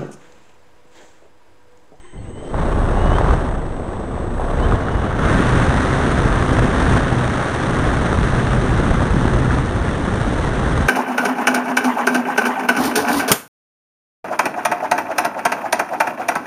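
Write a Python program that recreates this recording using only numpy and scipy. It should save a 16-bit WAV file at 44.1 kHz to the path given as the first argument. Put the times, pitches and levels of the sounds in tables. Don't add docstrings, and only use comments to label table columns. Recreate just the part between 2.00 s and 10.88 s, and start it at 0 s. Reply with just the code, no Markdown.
import sys
import numpy as np
from scipy import signal
from scipy.fft import rfft, irfft
from scipy.io import wavfile
from scipy.ndimage import uniform_filter1d

SR = 44100
rng = np.random.default_rng(int(sys.argv[2]) if len(sys.argv) > 2 else 0)


def int16_out(signal):
    q = np.round(np.clip(np.atleast_2d(signal).T, -1, 1) * 32767)
    wavfile.write(sys.argv[1], SR, q.astype(np.int16))


def boost_factor(decibels):
    exponent = np.asarray(decibels, float) / 20
    return 10 ** exponent


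N = 391608
T = np.arange(N) / SR
F = np.fft.rfftfreq(N, 1 / SR) + 1e-3
FULL_POWER_S, HANDOVER_S = 3.14, 0.15


def curve(rows):
    s, *columns = np.transpose(rows)
    return [np.interp(T, s, c) for c in columns]


def shape(points):
    hz, db = np.transpose(points)
    return np.interp(np.log(F), np.log(hz), db, left=-120, right=-120)


def unit(x):
    return x / np.sqrt(np.mean(x ** 2))


def walk(rate):
    k = int(SR / rate)
    held = np.repeat(rng.standard_normal(N // k + 1), k)
    return unit(uniform_filter1d(uniform_filter1d(held, k), k)[:N])


def tone(hz):
    return np.sqrt(2) * np.sin(2 * np.pi * (np.cumsum(hz) / SR + rng.random()))


def noise(weight):
    return irfft(rfft(rng.standard_normal(N)) * weight, N)


WASH_HZ = [45, 420, 1500, 4500]
# f/Hz, level/dB per Hz
LOW_COLOUR = [(7.1, -41), (12, -14), (48, 0), (126, -2.5), (213, -6.5), (249, -7), (582, -13), (1590, -20),
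              (2200, -38.5), (2860, -71), (4840, -120)]
# f/Hz, level/dB per Hz
PORT_COLOUR = [(1060, 6), (1800, 4), (2400, -7), (3040, -9.5), (3620, -10), (4860, -23.5), (6170, -17),
               (7180, -24), (7770, -23.5), (8680, -17.5), (10100, -28), (12000, -46.5), (15600, -79),
               (22000, -120)]
PORT_DB = -26
# f/Hz, level/dB
SLOW_AIR = [(45, -2), (90, -1.5), (150, -3), (300, -0.5), (500, 1.5), (800, 2.5), (1100, 1.5), (1600, -3.5),
            (2200, -2), (3500, 1), (9000, -0.5)]


def wash(eddy_db=1.98, own_db=0.2, knee_hz=350):
    colour = np.hypot(boost_factor(shape(LOW_COLOUR)), boost_factor(shape(PORT_COLOUR) + PORT_DB))
    spectrum = rfft(rng.standard_normal(N)) * colour
    levels = ranges()
    for k, (low, high) in enumerate([(18, 110), (250, 700), (1100, 2000), (2500, 7500)]):
        inside = (F > low) & (F < high)
        levels[k] -= 10 * np.log10(2 * np.sum(abs(spectrum[inside]) ** 2) / N ** 2)
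    flicker = walk(90)
    part_power = np.clip((FULL_POWER_S - T) / .1, 0, 1)
    shared = eddy_db * walk(400) + bursts()
    shared += (0.64 + 0.4 * part_power) * turns()
    shared -= 10 * np.log10(np.mean(boost_factor(2 * shared)))
    air_hz, air_db = np.transpose(SLOW_AIR)
    out = 0
    for hz in 2 ** np.arange(3.5, 14, .5):
        window = np.cos(np.pi * np.clip(np.log2(F / hz), -.5, .5)) ** 2
        place = np.interp(np.log(hz), np.log(WASH_HZ), np.arange(4))
        k = min(int(place), 2)
        db = levels[k] + (place - k) * (levels[k + 1] - levels[k])
        db = db + shared * hz / (hz + knee_hz)
        db = db + own_db * np.roll(flicker, rng.integers(N))
        db = db + part_power * np.interp(np.log(hz), np.log(air_hz), air_db)
        out = out + boost_factor(db) * irfft(spectrum * window, N)
    return out


# t/s, flow level/dB
FLOW = [(0, -62), (.11, -68), (.14, -59), (.42, -51), (.5, -44), (.57, -31), (.74, -31), (1.33, -26.5),
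        (1.7, -37.5), (2.3, -36.5), (2.45, -31), (2.75, -26), (3.17, -27), (3.27, -21), (4.5, -25.5),
        (5, -23), (7.4, -29), (8.88, -28.5)]
# flow/dB, rumble/dB, roar/dB, hiss/dB
WASH_LAW = [(-65.5, -59, -63, -70), (-57.5, -27, -41.5, -73), (-48, -44, -31, -53), (-35.5, -24, -27, -51),
            (-28.5, -19, -24, -43.5), (-21.5, -16, -20, -38)]
FULL_POWER_DB = [-0.5, 0, 0.5, 6]
SWELL_SHARE = [1, 0.095, 0.1, 0.067]


def ranges():
    flow = curve(FLOW)[0]
    at, *law = np.transpose(WASH_LAW)
    rumble, roar, hiss = (np.interp(flow, at, db) for db in law)
    full = np.clip((T - FULL_POWER_S) / HANDOVER_S, 0, 1)
    levels = np.array([rumble, roar, flow, hiss])
    return levels + np.outer(FULL_POWER_DB, full) + np.outer(SWELL_SHARE, swells())


# t/s, level/dB, half length/s
SWELLS = [(.17, -1.5, 0.098), (0.647, 2, 0.11), (1.116, 4, 0.069), (1.338, 6, .04), (1.636, -1.5, .1),
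          (2.203, 5, 0.07), (2.45, -6.5, 0.15), (2.62, 3.5, 0.045), (2.737, 8.5, 0.016), (2.945, 4, 0.086),
          (3.276, 4, 0.077), (3.82, -3, 0.17), (4.06, -1, 0.17), (4.31, 0, 0.028), (4.475, -3, 0.043),
          (4.62, 1.5, 0.064), (4.8, -5, .06), (4.948, 4, 0.039), (5.119, -4, 0.057), (5.243, -0.5, .06),
          (5.487, -10, .18), (5.728, -1, 0.063), (6.08, -1, .08), (6.4, 1, 0.1), (6.565, 5.5, 0.043),
          (6.877, 6, 0.16), (7.12, 2, 0.07), (7.36, 6, 0.058), (7.57, 4.5, 0.052), (8.72, 2.5, 0.037)]


def swells():
    t = T[::64]
    swell = sum(db * np.exp(-((t - s) / half_s) ** 2) for s, db, half_s in SWELLS)
    return np.interp(T, t, swell)


def turns():
    hz = np.where(T < FULL_POWER_S, curve(SHAFT)[0], curve(BLADE)[0])
    return np.cos(2 * np.pi * np.cumsum(hz) / SR)


# t/s, peak level/dB, ring f/Hz
SLAPS = [(0.543, 1, 816), (0.891, -7, 681), (0.972, 2, 743), (1.06, 4, 670), (1.118, 7, 627),
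         (1.184, 2, 1120), (1.211, 9, 646), (1.235, -1, 851), (1.262, 3, 1100), (1.29, 0, 1240),
         (1.309, 2, 1200), (1.337, 1, 724), (2.178, 0, 654), (2.397, 2, 670), (2.417, -1, 883),
         (2.722, 3.5, 1210), (2.884, 3, 1410), (3.425, 2.5, 1150), (4.117, -1, 680), (4.424, 2.5, 1220),
         (4.57, -20, 614), (4.587, 8, 672), (4.968, 3, 829), (6.393, -4, 644), (7.019, 4, 666),
         (7.254, 5, 880), (7.276, -4, 641), (7.335, -2, 802), (7.507, 2, 1520), (8.679, -4, 697)]


def slaps(t60=0.0077, trim_db=-3):
    out, t = np.zeros(N + 2048), np.arange(2048) / SR
    envelope = boost_factor(-60 * t / t60) * (1 - np.exp(-t / 0.00072))
    for s, db, hz in SLAPS:
        i = int(s * SR)
        out[i:i + 2048] -= boost_factor(db + trim_db) * np.sin(2 * np.pi * hz * t) * envelope
    return out[:N]


def bursts(rise_s=0.0011, fall_s=0.0035, share=0.26):
    kicks, t = np.zeros(N), np.arange(2048) / SR
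    s, db, _ = np.transpose(SLAPS)
    kicks[(s * SR).astype(int)] = share * np.clip(db + 24, 0, 30)
    swell = np.exp(-t / fall_s) * (1 - np.exp(-t / rise_s))
    return signal.fftconvolve(kicks, swell)[:N]


# t/s, peak level/dB
DIPS = [(2.73, -5), (3.046, -2), (3.3035, -3.5), (3.36, -3), (3.4036, 4), (3.546, 0), (3.5707, -2.5),
        (4.191, 1), (4.2433, -4.5), (4.2597, 1.5), (4.4248, -3), (4.518, 1.5), (4.6414, -2.5), (4.6548, -2),
        (4.6867, -2), (4.936, -15), (4.9548, -1), (4.969, -5), (5.127, 0), (6.1899, 1.5), (6.2747, -6),
        (6.8001, -2), (6.832, -8), (6.8809, -5), (7.1447, -2), (7.1673, 2), (7.2553, 3), (7.481, -1),
        (7.5737, -7), (8.0811, 1)]
SMALL_DIPS, SMALL_DIP_DB = 22, -8


def dips(width_s=.0011, trim_db=-4.0):
    kicks, t = np.zeros(N), np.arange(-512, 513) / SR
    s, db = np.transpose(DIPS)
    kicks[(s * SR).astype(int)] = boost_factor(db + trim_db)
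    place, size = rng.random((SMALL_DIPS, 2)).T
    start = FULL_POWER_S * SR
    kicks[(start + place * (N - start)).astype(int)] = boost_factor(SMALL_DIP_DB - 3 * size + trim_db)
    pulse = 1.32 * np.exp(-(t / width_s) ** 2) - 0.37 * np.exp(-(t / (3 * width_s)) ** 2)
    return -signal.fftconvolve(kicks, pulse, "same")


# t/s, f/Hz, level/dB
BLADE = [(3.15, 121.3, -56), (3.3, 128.8, -16), (4, 128.2, -17), (4.5, 127.5, -21), (4.95, 125.3, -16.5),
         (5.4, 125.3, -23.5), (6.2, 126.4, -20.5), (7, 125.1, -20), (7.5, 125.1, -21), (7.9, 126.5, -29),
         (8.88, 125.2, -29.5)]
# multiple, level/dB
BLADE_ORDERS = [
    (.5, -17),
    (1, -6),
    (2, -14),
    (3, -18),
]


def blades():
    hz, db = curve(BLADE)
    hz = hz * (1 + 0.01614 * walk(25))
    beats = sum(boost_factor(order_db + 3.16 * walk(22)) * tone(k * hz) for k, order_db in BLADE_ORDERS)
    return boost_factor(db) * beats * (T > BLADE[0][0])


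# t/s, f/Hz
SHAFT = [(0, 15.6), (.45, 21.5), (.55, 28), (.75, 30), (.95, 31.3), (1.1, 35.4), (1.2, 37), (1.35, 33.8),
         (1.55, 28.3), (1.8, 26.2), (2.25, 25.8), (2.4, 31), (2.6, 32.7), (2.75, 41), (3, 43.2), (3.25, 44)]
# shaft f/Hz, shake level/dB, drive whine level/dB
MOTOR_LAW = [(15.6, -53, -63), (22.5, -38, -55), (26.2, -27.5, -56.5), (28.8, -19.5, -55.5),
             (35.6, -18, -56), (40.2, -20, -52), (41.7, -32, -64), (44, -35, -67)]
# shaft order, best shaft f/Hz, range/Hz
ORDERS = [(57, 30.7, 2.4), (20.3, 30, 12), (29, 27, 3), (33, 26, 1.5), (4, 24, 8), (-28, 26, 1.5),
          (-43, 31, 2.5), (17.3, 19, 3), (22.5, 16, 3), (-17.3, 17, 3), (-24.5, 18, 3), (49, 30, 1.5)]
SIDEBAND_DB = [-6, -9, -15, -15, -17, -17, -11, -8, -9, -13, -14, -17]
DRIVE_HZ, HANDOVER_DB, SHAKE_SWELL_SHARE = 8031, -30, 0.65


def motor():
    on = T < FULL_POWER_S + HANDOVER_S
    speed = curve(SHAFT)[0]
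    at, *law = np.transpose(MOTOR_LAW)
    gone_db = HANDOVER_DB * np.clip((T[on] - FULL_POWER_S) / HANDOVER_S, 0, 1)
    shake_db, whine_db = (np.interp(speed[on], at, db) + gone_db for db in law)
    shake_db += SHAKE_SWELL_SHARE * swells()[on]
    hz = (speed * (1 + .001 * walk(20)))[on]
    shake = tone(hz * (1 + 0.05 * walk(7.7)[on])) + boost_factor(-8.0) * tone(2 * hz)
    shake *= boost_factor(shake_db + 2 * walk(9.9)[on])
    whine = tone(DRIVE_HZ + 2.5 * walk(30)[on])
    flicker = walk(8.7)[on]
    for (order, best_hz, range_hz), db in zip(ORDERS, SIDEBAND_DB):
        patchy_db = 2 * np.roll(flicker, rng.integers(N))
        patchy_db -= 4.3 * ((hz - best_hz) / range_hz) ** 2
        whine += boost_factor(db + patchy_db) * tone(DRIVE_HZ + order * hz)
    whine *= boost_factor(whine_db + 0.51 * walk(30.1)[on])
    return np.pad(shake + whine, (0, N - on.sum()))


# t/s, length/s, from f/Hz, to f/Hz, level/dB on the frame resonance
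SQUEALS = [
    (.19, .24, 2700, 3110, -56),
    (.43, .09, 3040, 3150, -52),
    (.96, .17, 2815, 2975, -40),
    (1.116, .095, 2962, 3240, -41),
    (1.26, .08, 3180, 2950, -51),
    (2.6, .065, 2830, 3220, -38),
    (2.82, .29, 2915, 2955, -44),
    (.17, .06, 4300, 4320, -66),
]
FRAME_HZ = [3040, 4310]
FRAME_WIDTH_HZ, SQUEAL_WAVER_DB = 120, 1.5


def squeals():
    out, waver = np.zeros(N), walk(60)
    for s, length, from_hz, to_hz, db in SQUEALS:
        fade = np.clip(np.minimum(T - s, s + length - T) / 0.014, 0, 1)
        on = fade > 0
        hz = from_hz + (to_hz - from_hz) * (T[on] - s) / length
        off = np.min([abs(hz - f) for f in FRAME_HZ], axis=0) / FRAME_WIDTH_HZ
        level_db = db - 15 * np.log10(1 + off ** 2) + SQUEAL_WAVER_DB * waver[on]
        out[on] += fade[on] * boost_factor(level_db) * tone(hz + 16 * np.roll(waver, 999)[on])
    return out


# f/Hz, width/Hz, level/dB,
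# fading by t/s, patchiness/dB
RATTLE = [(1010, 130, -56, .6, 4.0), (800, 100, -59, .5, 4.0), (1850, 160, -62, .6, 5.0),
          (2040, 110, -59, 3.0, 3.0), (3080, 170, -65, .7, 3.5), (6400, 350, -70, .7, 4.5),
          (8400, 500, -61, 4.9, 1.0)]


def rattle():
    out = 0
    for hz, width, db, end, patchy_db in RATTLE:
        ring = unit(noise(1 / (1 + (2 * (F - hz) / width) ** 4)))
        out = out + boost_factor(db + patchy_db * walk(58.6) - 20 * (T / end) ** 4) * ring
    return out


# f/Hz, level/dB per Hz
FIELD = [(40, -12), (180, -14), (260, -20), (345, 3), (480, -14), (700, -29), (1600, -13), (2500, -20.5),
         (3600, -24), (4900, -37), (6400, -29), (7300, -36), (9000, -32), (11500, -71)]
FIELD_DB = -48.5


def field():
    return boost_factor(FIELD_DB + 1.8 * walk(22)) * unit(noise(boost_factor(shape(FIELD))))


def scene():
    air = wash() + slaps() + dips() + blades()
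    machine = motor() + squeals() + rattle()
    return (air + machine + field())[None]


# t/s, level/dB
GAIN_STEPS = [
    (1.345, -2.5),
    (2.752, -3),
    (4.98, -3),
    (7.6, -1.5),
]
GAIN_RECOVERY_S = 0.95


def camera_gain():
    return sum(db * (T > s) * np.exp(-abs(T - s) / GAIN_RECOVERY_S) for s, db in GAIN_STEPS)


def low_pass(x):
    return signal.sosfilt(signal.butter(12, 15680, fs=SR, output="sos"), x)


# t/s, share of squared pressure
SUCTION = [(0, -.25), (1, -.15), (2, .05), (4, .1), (8.88, .15)]
# t/s, level/V
OFFSET = [(0, -.0158), (4, -.0118), (8.88, -.0103)]
CAMERA_CEILING, CEILING = .765, .71


def record(dry):
    dry = dry * boost_factor(uniform_filter1d(camera_gain(), size=512))
    square = dry ** 2
    x = dry - curve(SUCTION)[0] * (square - uniform_filter1d(square, size=8192))
    x = x + curve(OFFSET)[0]
    x = signal.sosfilt(signal.butter(8, 11800, fs=SR, output="sos"), x)
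    x = np.clip(x, -CAMERA_CEILING, CAMERA_CEILING)
    x = signal.sosfilt(signal.ellip(10, .5, 60, 12150, fs=SR, output="sos"), x)
    mix = np.clip(x, -CEILING, CEILING)
    return low_pass(mix)


dry = scene()
out = record(dry)
int16_out(out)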